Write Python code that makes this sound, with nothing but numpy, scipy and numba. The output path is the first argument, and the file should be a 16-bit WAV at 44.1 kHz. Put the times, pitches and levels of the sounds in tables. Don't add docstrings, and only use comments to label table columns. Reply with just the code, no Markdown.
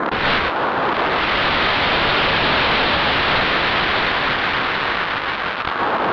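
import sys
import numpy as np
from scipy import signal
from scipy.fft import rfft, irfft, next_fast_len
from scipy.io import wavfile
from scipy.ndimage import uniform_filter1d, map_coordinates
from numba import njit

SR = 44100
rng = np.random.default_rng(int(sys.argv[2]) if len(sys.argv) > 2 else 0)


def invert_db(level):
    return 10 ** (np.asarray(level, dtype=float) / 20)


def log_audio(samples):
    frames = np.atleast_2d(samples).T
    limited = np.clip(frames, -1, 1)
    pcm = np.round(limited * 32767).astype(np.int16)
    wavfile.write(sys.argv[1], SR, pcm)


N = 269892
RATE = 8000
RAIL = .29
COUNT = int(N * RATE / SR) + 8
IGNITED_S, CLEARS_PAD_S = .118, .5
T = np.arange(COUNT) / RATE
LIT = T > IGNITED_S
NEAR_PAD = LIT & (T < CLEARS_PAD_S)


def curves(table):
    s, *columns = np.transpose(table)
    return [np.interp(T, s, c) for c in columns]


def steady(x):
    return x / np.sqrt(uniform_filter1d(x ** 2, size=1600))


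def low_pass(x, order, top_hz):
    return signal.lfilter(*signal.butter(order, top_hz, fs=RATE), x)


def walk(rate_hz):
    k = int(RATE / rate_hz)
    held = np.repeat(rng.standard_normal(COUNT), k)[:COUNT]
    w = uniform_filter1d(uniform_filter1d(held, k), k)
    return w / w.std()


@njit
def band(x, hz, width_hz):
    y, b, l = np.empty(len(x)), 0., 0.
    for i in range(len(x)):
        g, k = np.tan(np.pi * hz[i] / RATE), width_hz[i] / hz[i]
        v = (b + g * (x[i] - l)) / (1 + g * (g + k))
        b, l, y[i] = 2 * v - b, l + 2 * g * v, k * v
    return y


# (time [s], level [dB], tube resonance [Hz])
ROAR = [(0, -13, 1080), (.12, -17.5, 1020), (.2, -22.5, 1496), (.3, -21.5, 1735), (.47, -19.5, 1550),
        (.52, -18.5, 940), (.88, -16, 1066), (1.0, -17.5, 1110), (1.15, -19, 1265), (1.4, -32.5, 1309),
        (2.3, -24.5, 1057), (3.0, -28, 1143), (3.9, -27, 1498), (4.6, -24, 1449), (5.2, -26.5, 1402),
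        (5.68, -27.5, 1331), (5.82, -17, 1157), (6.12, -15.5, 990)]


def roar(share):
    rush_db, hz = curves(ROAR)
    louder_db = rush_db + 19.5
    width_hz = 850 + 32 * share
    boom_db = -9 + .71 * share + 1.31 * louder_db
    hiss_db = -7.5 + .29 * share - .16 * louder_db
    hiss_db += -8 * ~LIT + 4 * NEAR_PAD
    tube, boom, hiss, buffet = rng.standard_normal((4, COUNT))

    dull, bright = low_pass(tube, 4, 1900), low_pass(tube, 4, 2500)
    tube = dull + np.clip(share / 10, 0, 1) * LIT * (bright - dull)
    tube = steady(band(band(tube, hz, 1.7 * width_hz), hz, 1.7 * width_hz))
    boom = steady(band(band(boom, .27 * hz, .62 * hz), .45 * hz, .63 * hz))
    hiss = signal.lfilter(*signal.butter(1, 250, "high", fs=RATE), hiss)
    rush = steady(tube + invert_db(boom_db) * boom + invert_db(hiss_db) * hiss)
    rush *= invert_db(rush_db + flame_db() + lulls_db())

    rocking = invert_db(-32) * (share / 25) ** 2 + invert_db(-29.5) * NEAR_PAD
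    return rush + rocking * steady(low_pass(buffet, 1, 220)), tube


# (time [s], peak [dB])
CHUFFS = [(.002, -28), (0.011, -33), (0.022, -26), (0.032, -20), (0.044, -27), (.056, -37), (.061, -16),
          (.072, -23), (0.078, -17), (.087, -17), (0.114, -24), (.123, -24)]


def flame_db():
    puffs = sum(invert_db(db + 19) * np.exp(-((T - s - .003) / .0019) ** 2) for s, db in CHUFFS)
    db = np.where(T < IGNITED_S + .01, 20 * np.log10(.4 + 1.1 * puffs), 1.1 * walk(40))
    return db - 10 * ((T > .096) & (T < .115))


# (time [s], strength [suction rms], half-length [s])
GUSTS = [
    (.0625, 6, .0001),
    (.0882, 6, .0001),
    (5.68, -.6, .055),
    (5.651, 1.6, .003),
    (5.675, 1.8, .003),
    (5.689, 1.5, .002),
    (5.699, 1.8, .0004),
    (5.712, 1.3, .005),
    (5.724, 1.6, .001),
]


def gusts():
    return sum(size * (np.abs(T - s) < half_s) for s, size, half_s in GUSTS)


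# (time [s], readings on the rail [%])
SLIPSTREAM = [(0, 0), (.125, 4.5), (.21, 11), (.28, 27), (.34, 23), (.4, 12.5), (.48, 8.5), (.52, .7),
              (.8, 1.6), (1.0, 7), (1.15, 13), (1.35, 23), (2.5, 28.5), (3.75, 22.5), (4.6, 12.5),
              (5.5, 5.2), (5.76, 2), (6.12, 1.8)]


def overload():
    share, = curves(SLIPSTREAM)
    rush, tube = roar(share)
    fast = steady(signal.lfilter([1], [1, .45], rng.standard_normal(COUNT)))
    falling = steady(.4 * np.roll(tube, -1) - .11 * np.roll(tube, 1) + .3 * tube)
    eddy = np.clip(.33 + .019 * share, .01, 1)
    suction = np.sqrt(eddy) * fast - np.sqrt(1 - eddy) * falling
    suction += .037 * walk(25) + gusts()

    p = np.clip(share / 100 * LIT, 1e-4, .6)
    limit = 4.91 * ((1 - p) ** .14 - p ** .14)
    kick = .018 / (1 + 6.7 * p)
    drift = .031 / (1 + (p / .094) ** 2)
    ceiling = .24 + .0073 * share
    return convert(rush, suction - limit, kick, ceiling, drift, 5.9, .7)


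@njit
def convert(rush, excess, kick, ceiling, drift, depth, fade):
    y, rebound, centre = np.empty(len(rush)), 0., 0.
    for i in range(len(rush)):
        if excess[i] > 0:
            y[i] = -RAIL
            rebound += kick[i] * (1 + depth * excess[i])
        else:
            v = rush[i] + rebound + centre
            v /= (1 + (v / ceiling[i]) ** 2) ** .5
            y[i] = min(max(v, -RAIL), RAIL)
            rebound *= fade
        centre -= drift[i] * y[i]
    return y


# (block [number], peak [dB])
SEAMS = [(3, -64), (8, -67), (11, -70), (23, -67), (29, -59), (32, -67), (35, -59), (38, -64), (39, -68),
         (41, -68), (44, -63), (45, -65), (48, -66), (50, -63), (53, -62), (54, -67), (56, -66), (60, -66),
         (69, -65), (71, -60), (74, -66), (77, -63), (84, -69), (90, -64), (95, -63), (101, -61),
         (110, -60), (117, -69), (129, -70)]


def seam_ticks():
    block, peak_db = np.transpose(SEAMS)
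    faint = np.setdiff1d([k for k in range(140) if k % 3 != 1], block)
    peak_db = np.append(peak_db, -85 + 6 * rng.standard_normal(len(faint)))
    s = .1447 + 2048 / 48000 * np.append(block, faint)
    spikes = np.zeros(N)
    spikes[((s + .0012) * SR).astype(int)] = invert_db(peak_db + 23.5) * np.sign(rng.standard_normal(len(s)))
    u = np.arange(-20, 21) / SR / 5e-5
    return np.convolve(spikes, u * np.exp(-u ** 2), "same")


# (time [s], depth [dB], recovery [s])
LULLS = [
    (0.936, -11, 0.026),
    (5.971, -8, 0.03),
]


def lulls_db():
    return sum(depth_db * (T > s) * np.exp(-((T - s) / back_s) ** 2) for s, depth_db, back_s in LULLS)


def interpolate(readings):
    place = np.arange(N) * RATE / SR - 13 / 24
    return map_coordinates(readings, [place], order=3, prefilter=False, mode="nearest")


def scene():
    readings = signal.lfilter([1.25], [1, .25], overload())
    return (interpolate(readings) + seam_ticks())[None]


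# (frequency [Hz], level [dB])
PLAYER = [(5000, 0.5), (6000, 2), (7000, 11), (8500, 4.5), (10000, -6.5), (11500, -21), (12500, -25),
          (13700, -40)]


def roll_off(x):
    hz, db = np.transpose(PLAYER)
    size = next_fast_len(N + 4096)
    bins_hz = np.arange(size // 2 + 1) * SR / size
    gain = invert_db(np.interp(np.log(bins_hz + 1), np.log(hz), db))
    return irfft(rfft(x, size) * gain, size)[:, :N]


def top_cut(x):
    return signal.sosfilt(signal.butter(12, 13630, fs=SR, output="sos"), x)


def record(dry):
    return top_cut(roll_off(dry))


dry = scene()
out = record(dry)
log_audio(out)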